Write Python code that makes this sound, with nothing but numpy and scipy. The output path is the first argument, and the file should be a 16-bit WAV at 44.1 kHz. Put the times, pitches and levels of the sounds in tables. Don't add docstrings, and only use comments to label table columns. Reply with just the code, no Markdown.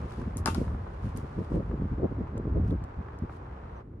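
import sys
import numpy as np
from scipy import signal
from scipy.fft import rfft, irfft
from scipy.io import wavfile

SR = 44100
rng = np.random.default_rng(int(sys.argv[2]) if len(sys.argv) > 2 else 0)


def file_out(sig):
    cols = np.atleast_2d(sig).T
    lim = np.clip(cols, -1, 1)
    pcm = np.round(lim * 32767).astype(np.int16)
    wavfile.write(sys.argv[1], SR, pcm)


N = 176400

# frequency in Hz, coherence from 0 to 1.
PORT_COHERENCE = [(300, 1), (800, 0.23), (9500, 0.19)]
# frequency in Hz, lead of the left in radians.
PORT_PHASE = [(450, -0.5), (800, -3.5), (3000, 2), (8300, 8.5)]

# time in seconds, level in dB.
WASH_ENVELOPE = [(0, -47), (1.15, -48), (3.81, -49), (3.835, -64)]
HISS_ENVELOPE = [(0, -61), (.6, -70.5), (.85, -67.5), (1.3, -64.5), (2.3, -78), (3.8, -75.5), (3.84, -100)]
RUMBLE_ENVELOPE = [(0, -42), (.66, -30), (.95, -41), (1.47, -39), (1.66, -35), (2.3, -37), (2.62, -27),
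                   (2.86, -42.5)]
# frequency in Hz, relative level in dB.
WASH_SPECTRUM = [(100, -15.5), (400, 2), (1050, 3), (1600, -6.5), (3100, -24.5), (12000, -52.5)]
LOW_WASH_SPECTRUM = [(60, -14.5), (370, 3), (800, -17.5), (5000, -52.5)]
GRAVEL_SPECTRUM = [(800, 0.5), (2500, 1.5), (8300, -15), (10300, -15), (13000, -29)]
RUMBLE_SPECTRUM = [(20, -27), (56, 2.5), (85, 1), (400, -23.5), (5000, -90)]
# start in seconds, length in seconds, starting pitch in Hz, level in dB.
CHIRP = (3.752, .04, 5930, -77)

# start in seconds, length in seconds, base level in dB, flutter offset in dB.
BUFFETS = [(0.0, 0.052, -35.5, -10), (0.184, 0.055, -33.5, -8), (0.27, 0.012, -30, -15),
           (0.332, 0.093, -38.5, -8), (0.446, 0.1, -34, -4.5), (0.562, 0.087, -27, -7.5),
           (0.645, 0.14, -41, -12), (1.034, 0.063, -34, -29.5), (1.154, 0.034, -34, -12),
           (1.236, 0.0065, -33.5, -7), (1.368, .058, -29.5, -7), (1.506, 0.12, -28, -3.5),
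           (1.693, 0.089, -34, -4.5), (1.797, 0.064, -29.5, -12.5), (1.92, 0.015, -29, -19),
           (1.99, 0.023, -32.5, -2.5), (2.022, 0.041, -26.5, 2.5), (2.117, 0.0066, -31.5, -6),
           (2.172, 0.07, -31, -10), (2.319, 0.11, -36.5, -1.5), (2.442, 0.063, -33, -4),
           (2.554, 0.051, -28, -2.5), (2.641, 0.031, -36.5, -6), (2.688, 0.068, -27.5, -9),
           (2.815, 0.032, -39, -39), (2.979, 0.036, -36, -24), (3.229, 0.015, -28, -18)]
# frequency in Hz, side relative to mid in dB.
WIND_SIDE = [(80, -17), (330, -11), (560, 2)]

TAP_TIMES = [0.115, 0.214, 0.678, 0.704, 0.745, 0.866, 1.712, 2.27, 3.084, 3.14, 3.295]
# centre in seconds, level in dB.
SCUFFS = [(.125, -61), (.2, -63), (1.07, -62), (1.43, -68), (1.545, -64), (2.685, -67), (3.34, -68)]
# start in seconds, level in dB, 60 dB decay in seconds, tilt in dB per octave.
SPRAYS = [(0.376, -44.5, 0.087, 12.5), (0.464, -37, 0.24, 5.5), (.547, -51, 0.51, 3.5),
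          (1.16, -55, 0.22, 7)]
# start in seconds, level in dB, pitch in Hz.
CLICKS = [(.1225, -47, 4500), (.3705, -29, 9100), (1.1735, -38, 9000), (2.3785, -45, 5200),
          (2.7078, -46, 3800), (2.8395, -48, 4600), (3.188, -52, 6000)]
# frequency as a ratio to the pitch, relative level in dB.
CLICK_RESONANCE = [(.25, -20), (1, 0), (2.5, -22)]

# start in seconds, base level in dB, crack in dB.
KNOCKS = [(0.4586, -18.5, -17.5), (0.4749, -18.5, -32), (0.4842, -24.5, -37), (0.5468, -30, -30)]
# frequency in Hz, relative level in dB.
POLE_MODES = [(743, -6.5), (902, 5.5), (1090, -2), (1213, 1), (1380, -2.5), (1477, -4), (2684, -10)]
# frequency in Hz, relative level in dB.
THWACK_SPECTRUM = [(200, -12.5), (1150, 9.5), (1550, 4), (2400, -9.5), (9000, -50.5)]
CRACK_SPECTRUM = [(2800, -12), (5000, 10.5), (6200, -3.5), (10300, -4.5), (13000, -21)]

BOOM_HZ, BODY_HZ, FLUTTER_HZ = (52.4, 97), (126, 256), (290, 460)
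BOOM_DB, BODY_DB, FLUTTER_DB = -8.5, -6.5, -6.5
EDDIES_PER_S, EDDY_SPREAD_DB = 450, 4
BUFFET_MARGIN_S, FULL_WIDTH_DB = 0.0098, -24
LOW_WASH_DB, RUMBLE_SIDE_DB, TAP_DB = -55.5, -31.5, -37
RING_DB, THWACK_DB = -17, -4
RING_T60_S, THWACK_T60_S, TAP_T60_S, CLICK_T60_S = .15, .034, .03, .008


def amp(db):
    return 10 ** (np.asarray(db) / 20)


def rms_normalised(x):
    return x / np.sqrt(np.mean(x ** 2) + 1e-20)


def at_frequency(points, hz):
    frequencies, values = np.transpose(points)
    return np.interp(np.log(hz + 1), np.log(frequencies + 1), values)


def envelope(points):
    return amp(np.interp(np.arange(N) / SR, *np.transpose(points)))


def decay(t, t60):
    return np.exp(-np.log(1000) * t / t60)


def add(mix, start, sound):
    part = mix[:, max(round(start * SR), 0):][:, :sound.shape[1]]
    part += sound[:, :part.shape[1]]


def pan(x, left_db):
    return x * amp([[left_db / 2], [-left_db / 2]])


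def from_horse(x, left_db, lead_s=.0001):
    delayed = np.pad(x, (int(lead_s * SR), 0))[:len(x)]
    return pan(np.array([x, delayed]), left_db)


def noise(spectrum, size, tilt_db=0, grain_db=0):
    hz = np.fft.rfftfreq(size, 1 / SR)
    grains = amp(grain_db * np.repeat(rng.standard_normal(size // 32 + 1), 32)[:size])
    left, independent = rfft(rng.standard_normal((2, size)) * grains)
    coherence = np.clip(at_frequency(PORT_COHERENCE, hz), 0, 1)
    right = coherence * left + np.sqrt(1 - coherence ** 2) * independent
    right *= np.exp(-1j * at_frequency(PORT_PHASE, hz))
    gain = amp(at_frequency(spectrum, hz) + tilt_db * np.log2(hz + 1))
    return rms_normalised(irfft(np.array([left, right]) * gain, size))


def burst(spectrum, t60, tilt_db=0):
    t = np.arange(4096) / SR
    attack = 1 - np.exp(-(40 * t / t60) ** 2)
    fade = attack * decay(t, t60)
    transient = noise(spectrum, len(t), tilt_db)[0] * fade
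    return rms_normalised(transient) * np.sqrt(np.mean(fade ** 2))


def arena():
    wash = envelope(WASH_ENVELOPE) * noise(WASH_SPECTRUM, N, grain_db=2.5)
    low_wash = amp(LOW_WASH_DB) * noise(LOW_WASH_SPECTRUM, N)
    hiss = envelope(HISS_ENVELOPE) * noise(GRAVEL_SPECTRUM, N, grain_db=3)
    return wash + low_wash + hiss


def bird(rise_hz_per_s=4000):
    start, length, hz, db = CHIRP
    t = np.arange(N) / SR - start
    swell = np.sin(np.pi * np.clip(t / length, 0, 1))
    return amp(db) * swell * np.sin(2 * np.pi * (hz + rise_hz_per_s * t / 2) * t)


def wind_rumble():
    mid, side = (noise(RUMBLE_SPECTRUM, N)[0] for _ in range(2))
    return envelope(RUMBLE_ENVELOPE) * (mid + amp(RUMBLE_SIDE_DB) * np.array([side, -side]))


def eddies():
    strength = amp(EDDY_SPREAD_DB * np.minimum(rng.exponential(1, (2, N)), 4))
    sign = rng.choice([-1, 1], (2, N))
    return strength * sign * (rng.random((2, N)) < EDDIES_PER_S / SR)


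def eddy_band(kicks, band_hz, order):
    low, high = band_hz
    hz = np.fft.rfftfreq(N, 1 / SR) + 1
    mid_gain = 1 / np.sqrt((1 + (low / hz) ** (2 * order)) * (1 + (hz / high) ** (2 * order)))
    side_gain = mid_gain * amp(at_frequency(WIND_SIDE, hz))
    return irfft(rfft(kicks) * np.array([mid_gain, side_gain]), N)


def wind_buffets():
    kicks, out = eddies(), np.zeros((2, N))
    boom = eddy_band(kicks, BOOM_HZ, order=4)
    body = eddy_band(kicks, BODY_HZ, order=5)
    flutter = eddy_band(kicks, FLUTTER_HZ, order=5)
    for start, length, db, flutter_db in BUFFETS:
        first = max(int((start - BUFFET_MARGIN_S) * SR), 0)
        span = int((length + 2 * BUFFET_MARGIN_S) * SR)
        arch = np.sin(np.linspace(0, np.pi, span)).clip(0)
        width = amp(min(db - FULL_WIDTH_DB, 0))
        bands = [(boom, BOOM_DB - 0.29 * flutter_db, .6),
                 (body, BODY_DB, .9),
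                 (flutter, FLUTTER_DB + flutter_db, 1.2)]
        for band, band_db, sharpness in bands:
            mid, side = band[:, first:first + span] * arch ** sharpness
            ports = np.array([mid + width * side, mid - width * side])
            add(out, first / SR, amp(db + band_db) * rms_normalised(ports))
    return out


def hoof_taps():
    out = np.zeros((2, N))
    for start in TAP_TIMES:
        add(out, start, amp(TAP_DB) * burst(THWACK_SPECTRUM, TAP_T60_S, tilt_db=-4)[None])
    return out


def hoof_scuffs(length_s=.11):
    out = np.zeros((2, N))
    swell = np.sin(np.linspace(0, np.pi, int(length_s * SR)))
    for centre, db in SCUFFS:
        friction = noise(GRAVEL_SPECTRUM, len(swell), tilt_db=3, grain_db=5)
        add(out, centre - length_s / 2, amp(db) * swell * friction)
    return out


def grit_sprays(rise_s=.0036):
    out, t = np.zeros((2, N)), np.arange(SR // 2) / SR
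    for start, db, t60, tilt_db in SPRAYS:
        shape = np.minimum(t / rise_s, 1) * decay(np.maximum(t - rise_s, 0), t60)
        grit = noise(GRAVEL_SPECTRUM, len(t), tilt_db)
        add(out, start, pan(amp(db) * shape * grit, left_db=2.5))
    return out


def tack_and_stone_clicks():
    out = np.zeros((2, N))
    for start, db, hz in CLICKS:
        spectrum = [(hz * ratio, relative_db) for ratio, relative_db in CLICK_RESONANCE]
        add(out, start, from_horse(amp(db) * burst(spectrum, CLICK_T60_S), left_db=2))
    return out


def pole_knocks():
    out, t = np.zeros((2, N)), np.arange(SR // 2) / SR
    for start, db, crack_db in KNOCKS:
        modes = sum(amp(mode_db) * np.sin(2 * np.pi * (hz * t + rng.random((2, 1))))
                    for hz, mode_db in POLE_MODES)
        ring = amp(db + RING_DB) * modes * decay(t, RING_T60_S)
        thwack = amp(db + THWACK_DB) * burst(THWACK_SPECTRUM, THWACK_T60_S)
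        crack = amp(crack_db) * burst(CRACK_SPECTRUM, CLICK_T60_S)
        add(out, start, pan(ring, left_db=6))
        add(out, start, from_horse(thwack + crack, left_db=7))
    return out


def scene():
    background = wind_buffets() + wind_rumble() + arena() + bird()
    horse = pole_knocks() + tack_and_stone_clicks() + grit_sprays() + hoof_scuffs() + hoof_taps()
    return background + horse


def record(dry):
    cutoff_hz = 12900
    lowpass = signal.firwin(255, cutoff_hz, window=("kaiser", 8), fs=SR)
    return signal.oaconvolve(dry, lowpass[None], "same")


dry = scene()
out = record(dry)
file_out(out)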